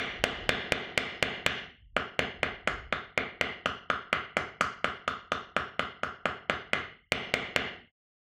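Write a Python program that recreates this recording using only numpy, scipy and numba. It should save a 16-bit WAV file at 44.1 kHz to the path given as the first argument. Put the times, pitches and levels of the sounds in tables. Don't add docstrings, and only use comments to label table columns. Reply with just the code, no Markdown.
import sys
import numpy as np
from scipy import signal
from scipy.fft import rfft, irfft, next_fast_len
from scipy.io import wavfile
from scipy.ndimage import uniform_filter1d
from numba import njit

SR = 44100
rng = np.random.default_rng(int(sys.argv[2]) if len(sys.argv) > 2 else 0)


def bounce(signal):
    frames = np.transpose(np.atleast_2d(signal))
    limited = np.clip(frames, -1, 1)
    pcm = np.round(limited * 32767).astype(np.int16)
    wavfile.write(sys.argv[1], SR, pcm)


N = 365015
LEAD = SR // 10


def undb(db):
    return 10 ** (np.asarray(db) / 20)


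def at_hz(points, hz):
    freqs, values = np.transpose(points)
    return np.interp(np.log(np.maximum(hz, 1)), np.log(freqs), values)


def colour(x, points):
    size = next_fast_len(2 * len(x))
    gain = undb(at_hz(points, np.fft.rfftfreq(size, 1 / SR)))
    return irfft(rfft(x, size) * gain, size)[:len(x)]


def add(track, sound, start_s):
    start = LEAD + int(round(start_s * SR))
    track[start:start + len(sound)] += sound[:len(track) - start]


# frequency in Hz, relative level in dB.
RUMBLE_SPECTRUM = [(20, -19.5), (45, -3.5), (80, -10), (115, -17), (200, -42), (1000, -51), (8000, -99.5)]
# midpoint in seconds, length in seconds, peak level in dB.
HAND_MOVES = [(0.332, .6, -43.5), (1.835, .12, -53), (1.953, .12, -48.5), (2.463, .3, -48),
              (2.804, .4, -46)]


def hand_rumble(rest_db=-70.5):
    t = np.arange(-LEAD, N) / SR
    shifts = sum(undb(db) * np.cos(np.pi * np.clip((t - middle_s) / length_s, -.5, .5))
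                 for middle_s, length_s, db in HAND_MOVES)
    rumble = colour(rng.standard_normal(LEAD + N), RUMBLE_SPECTRUM)
    return (undb(rest_db) + shifts) * rumble / rumble.std()


# frequency in Hz, gain in dB.
ROOM_SPECTRUM = [(30, 1), (85, 0.5), (125, 4.5), (185, 3), (250, 8), (310, 5), (430, 1), (560, -10),
                 (740, -0.5), (980, -0.5), (1400, 0.5), (1900, -1), (2450, -9.5), (2900, -3), (3700, -1),
                 (4600, 2.5), (7000, -8), (14000, -7.5)]
# frequency in Hz, time to fall 60 dB in seconds.
ROOM_T60 = [(60, .5), (170, .55), (500, .47), (900, .47), (1650, .42), (2050, .56), (2450, .42),
            (2900, .56), (3500, .44), (5400, .46), (7000, .36), (9000, .26), (15000, .17)]


def workshop_reverb(x, build_s=0.00077, early_dip=0.06, early_s=0.095):
    t, hz = np.arange(SR) / SR, np.fft.rfftfreq(SR, 1 / SR)
    noise_spectrum = rfft(rng.standard_normal(SR))
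    build = (1 - np.exp(-(t / build_s) ** 2)) * (1 - early_dip * np.exp(-t / early_s))
    centres = np.geomspace(40, 16000, 52)
    tail = np.zeros(SR)
    for centre, share in zip(centres, np.eye(len(centres))):
        band = irfft(noise_spectrum * at_hz(np.c_[centres, share], hz), SR)
        envelope = build * np.exp(-np.log(1000) * t / at_hz(ROOM_T60, centre))
        tail += band * envelope / np.linalg.norm(envelope)
    return signal.fftconvolve(x, colour(tail, ROOM_SPECTRUM))[:len(x)]


def wall_echo(x, delay_s=0.0098, echo_db=-13, cutoff_hz=1800):
    delayed = np.pad(x, (int(delay_s * SR), 0))[:len(x)]
    return undb(echo_db) * signal.sosfilt(signal.butter(2, cutoff_hz, fs=SR, output="sos"), delayed)


def shaft_ping(lean, pitch_hz=12900, base_db=-66, t60_s=0.2):
    t = np.arange(SR // 4) / SR
    hz = pitch_hz * (1 + .003 * rng.standard_normal())
    grip_db = np.interp(lean ** 2, [0, 1], [-35, -4.5])
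    return undb(base_db + grip_db) * np.exp(-np.log(1000) * t / t60_s) * np.sin(2 * np.pi * hz * t)


# frequency in Hz, gain in dB.
CRUNCH_SPECTRUM = [(1500, -20.5), (3500, 0), (6500, 10), (10500, -7), (16000, -25)]


def snap_crunch(crunch_db, click_db=-30.5, bottom_s=0.0016, grit_s=0.0047):
    age = np.arange(SR // 30) / SR - bottom_s
    grit = undb(-28.5 + 0.7863 * crunch_db)
    push = grit * (age > 0) * np.exp(-np.abs(age) / grit_s) * rng.standard_normal(len(age))
    push[np.argmax(age > 0)] += 1
    return undb(click_db + crunch_db) * colour(push, CRUNCH_SPECTRUM)


def mode_weights(force_db, lean):
    thump = 3 - 0.78 * force_db
    hollow_ring = np.interp(lean, [0, 1], [-7.5, 5.5])
    clack = np.interp(lean ** 8, [0, 1], [-2, -12.5])
    edge = -4 + 0.51 * force_db + 2.5 * lean
    return [(90, thump), (240, 0.0054), (800, 0.013), (1150, hollow_ring), (1400, hollow_ring),
            (1750, clack), (2200, clack), (2900, edge)]


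# frequency in Hz, level before weighting in dB,
# time constant of swell and decay in milliseconds, start after first contact in milliseconds.
# The hollow ring near 1.3 kHz starts late, when the tilted tool bottoms on the anvil.
TOOL_MODES = [(95, -51, 14, 0.027), (241, -33, 1.05, 0.15), (580.4, -16.5, 0.92, 0.156),
              (735, -52.5, 1.2, 0), (1325, -20.5, 1.14, 1.752), (1703, -18, 0.84, 0.176),
              (2114, -45.5, 9.7, 0.053), (2107, -14.5, 1.017, 0.127), (2376, -18, 1.13, 0.629),
              (2831, -18.5, 0.68, 0.1616), (3472, -25, 0.69, 0.3725), (4830, -55, 0.17, 0.96),
              (5720, -52, 1.3, 0)]


def tool_knock(force_db, lean, detune=0.01, scatter_db=1.5):
    t = np.arange(SR // 30) / SR
    hz, db, swell_ms, start_ms = np.transpose(TOOL_MODES)
    pitch_draw, level_draw = rng.standard_normal((2, len(hz)))
    db = db + at_hz(mode_weights(force_db, lean), hz) + scatter_db * level_draw
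    hz = hz * (1 + detune * pitch_draw)
    since_s = np.maximum(t - start_ms[:, None] / 1000, 0)
    age = since_s / (swell_ms[:, None] / 1000)
    modes = age * np.exp(1 - age) * np.sin(2 * np.pi * hz[:, None] * since_s)
    return -undb(db) @ modes


# start in seconds, force in dB, lean from 0 (upright) to 1, crunch in dB relative to the force.
MALLET_BLOWS = [(-0.012, 11, 0.17, 8), (0.239, 12, 0.33, 9.5), (0.4917, 12.5, 0, 7), (0.7209, 11, 0, 7.5),
                (0.9762, 10.5, 0.16, 10), (1.226, 10.5, 0, 7.5), (1.4629, 9, 0, 7.5),
                (1.965, -0.5, 0.86, 7), (2.1915, 4, 0, 5), (2.4305, 2.5, 0, 2.5), (2.674, -0.5, 0.72, 10.5),
                (2.925, -1.5, 0.84, 3.5), (3.1761, 1.5, 0.18, 2.5), (3.4111, 3.5, 0.11, 5.5),
                (3.6578, -0.5, 0.96, 8.5), (3.9, -1, 0.94, 6), (4.1281, 0.5, 0.75, 7),
                (4.3677, 0, 0.68, 11), (4.6086, 0, 0.94, 14.5), (4.8432, 0, 0.91, 8), (5.0772, -1.5, 1, 9),
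                (5.3185, -1, 0.96, 8), (5.5643, -0.5, 0.86, 7.5), (5.7934, -0.5, 0.95, 6.5),
                (6.0326, -4, 0.95, 8.5), (6.2552, -1.5, 0.9, 7.5), (6.4965, 0, 0.82, 7.5),
                (6.7324, 2, 0.53, 5.5), (7.1201, 8, 0, 9), (7.3391, 7.5, 0.1, 8.5), (7.5612, 8, 0, 6.5)]


def mallet_blows(upright_rad=-2.12, lean_rad=3.1, wobble_rad=0.15):
    direct, sides = np.zeros(LEAD + N), np.zeros((2, LEAD + N))
    for start_s, force_db, lean, crunch_db in MALLET_BLOWS:
        blow = undb(force_db) * (tool_knock(force_db, lean) + snap_crunch(crunch_db))
        add(direct, blow, start_s)
        add(direct, shaft_ping(lean), start_s)
        angle = upright_rad + lean_rad * lean + wobble_rad * rng.standard_normal()
        add(sides[0], np.cos(angle) * blow, start_s)
        add(sides[1], np.sin(angle) * blow, start_s)
    return direct, sides


@njit
def limiter(x, ceiling, attack_s=0.00077, release_s=0.13):
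    limited, peak, gain = np.empty(len(x)), 0., 1.
    for i in range(len(x)):
        peak = max(abs(x[i]), peak * (1 - 1 / (release_s * SR)))
        gain += (ceiling / max(peak, ceiling) - gain) / (attack_s * SR)
        limited[i] = gain * x[i]
    return limited


def scene():
    direct, sides = mallet_blows()
    air = direct + wall_echo(direct) + sum(workshop_reverb(side) for side in sides) + hand_rumble()
    return limiter(air, float(undb(-10)))[None, LEAD:]


# frequency in Hz, threshold in dB.
HISS_THRESHOLD = [(100, -80), (300, -76), (800, -81), (2000, -81), (4200, -95), (5500, -97), (15000, -119)]


def noise_suppressor(x, size=512):
    frames = dict(nperseg=size, noverlap=size - size // 4)
    hz, _, bands = signal.stft(x, SR, **frames)
    power = uniform_filter1d(np.abs(bands) ** 2, size=3, axis=0)
    power = uniform_filter1d(power, size=3, axis=1).clip(0)
    gain = power / (power + undb(at_hz(HISS_THRESHOLD, hz))[:, None] ** 2)
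    return signal.istft(bands * gain, SR, **frames)[1][:len(x)]


def record(dry, clip_db=-11.5, low_cut_hz=36, top_cut_hz=16300, fade_span_s=(7.87, 7.92)):
    low_cut = signal.butter(2, low_cut_hz, "high", fs=SR, output="sos")
    top_cut = signal.ellip(8, .2, 70, top_cut_hz, fs=SR, output="sos")
    clipped = np.clip(dry[0], -undb(clip_db), undb(clip_db))
    clean = noise_suppressor(signal.sosfilt(low_cut, clipped))
    fade = np.interp(np.arange(N) / SR, fade_span_s, [1, 0])
    return signal.sosfilt(top_cut, clean * fade)[None]


dry = scene()
out = record(dry)
bounce(out)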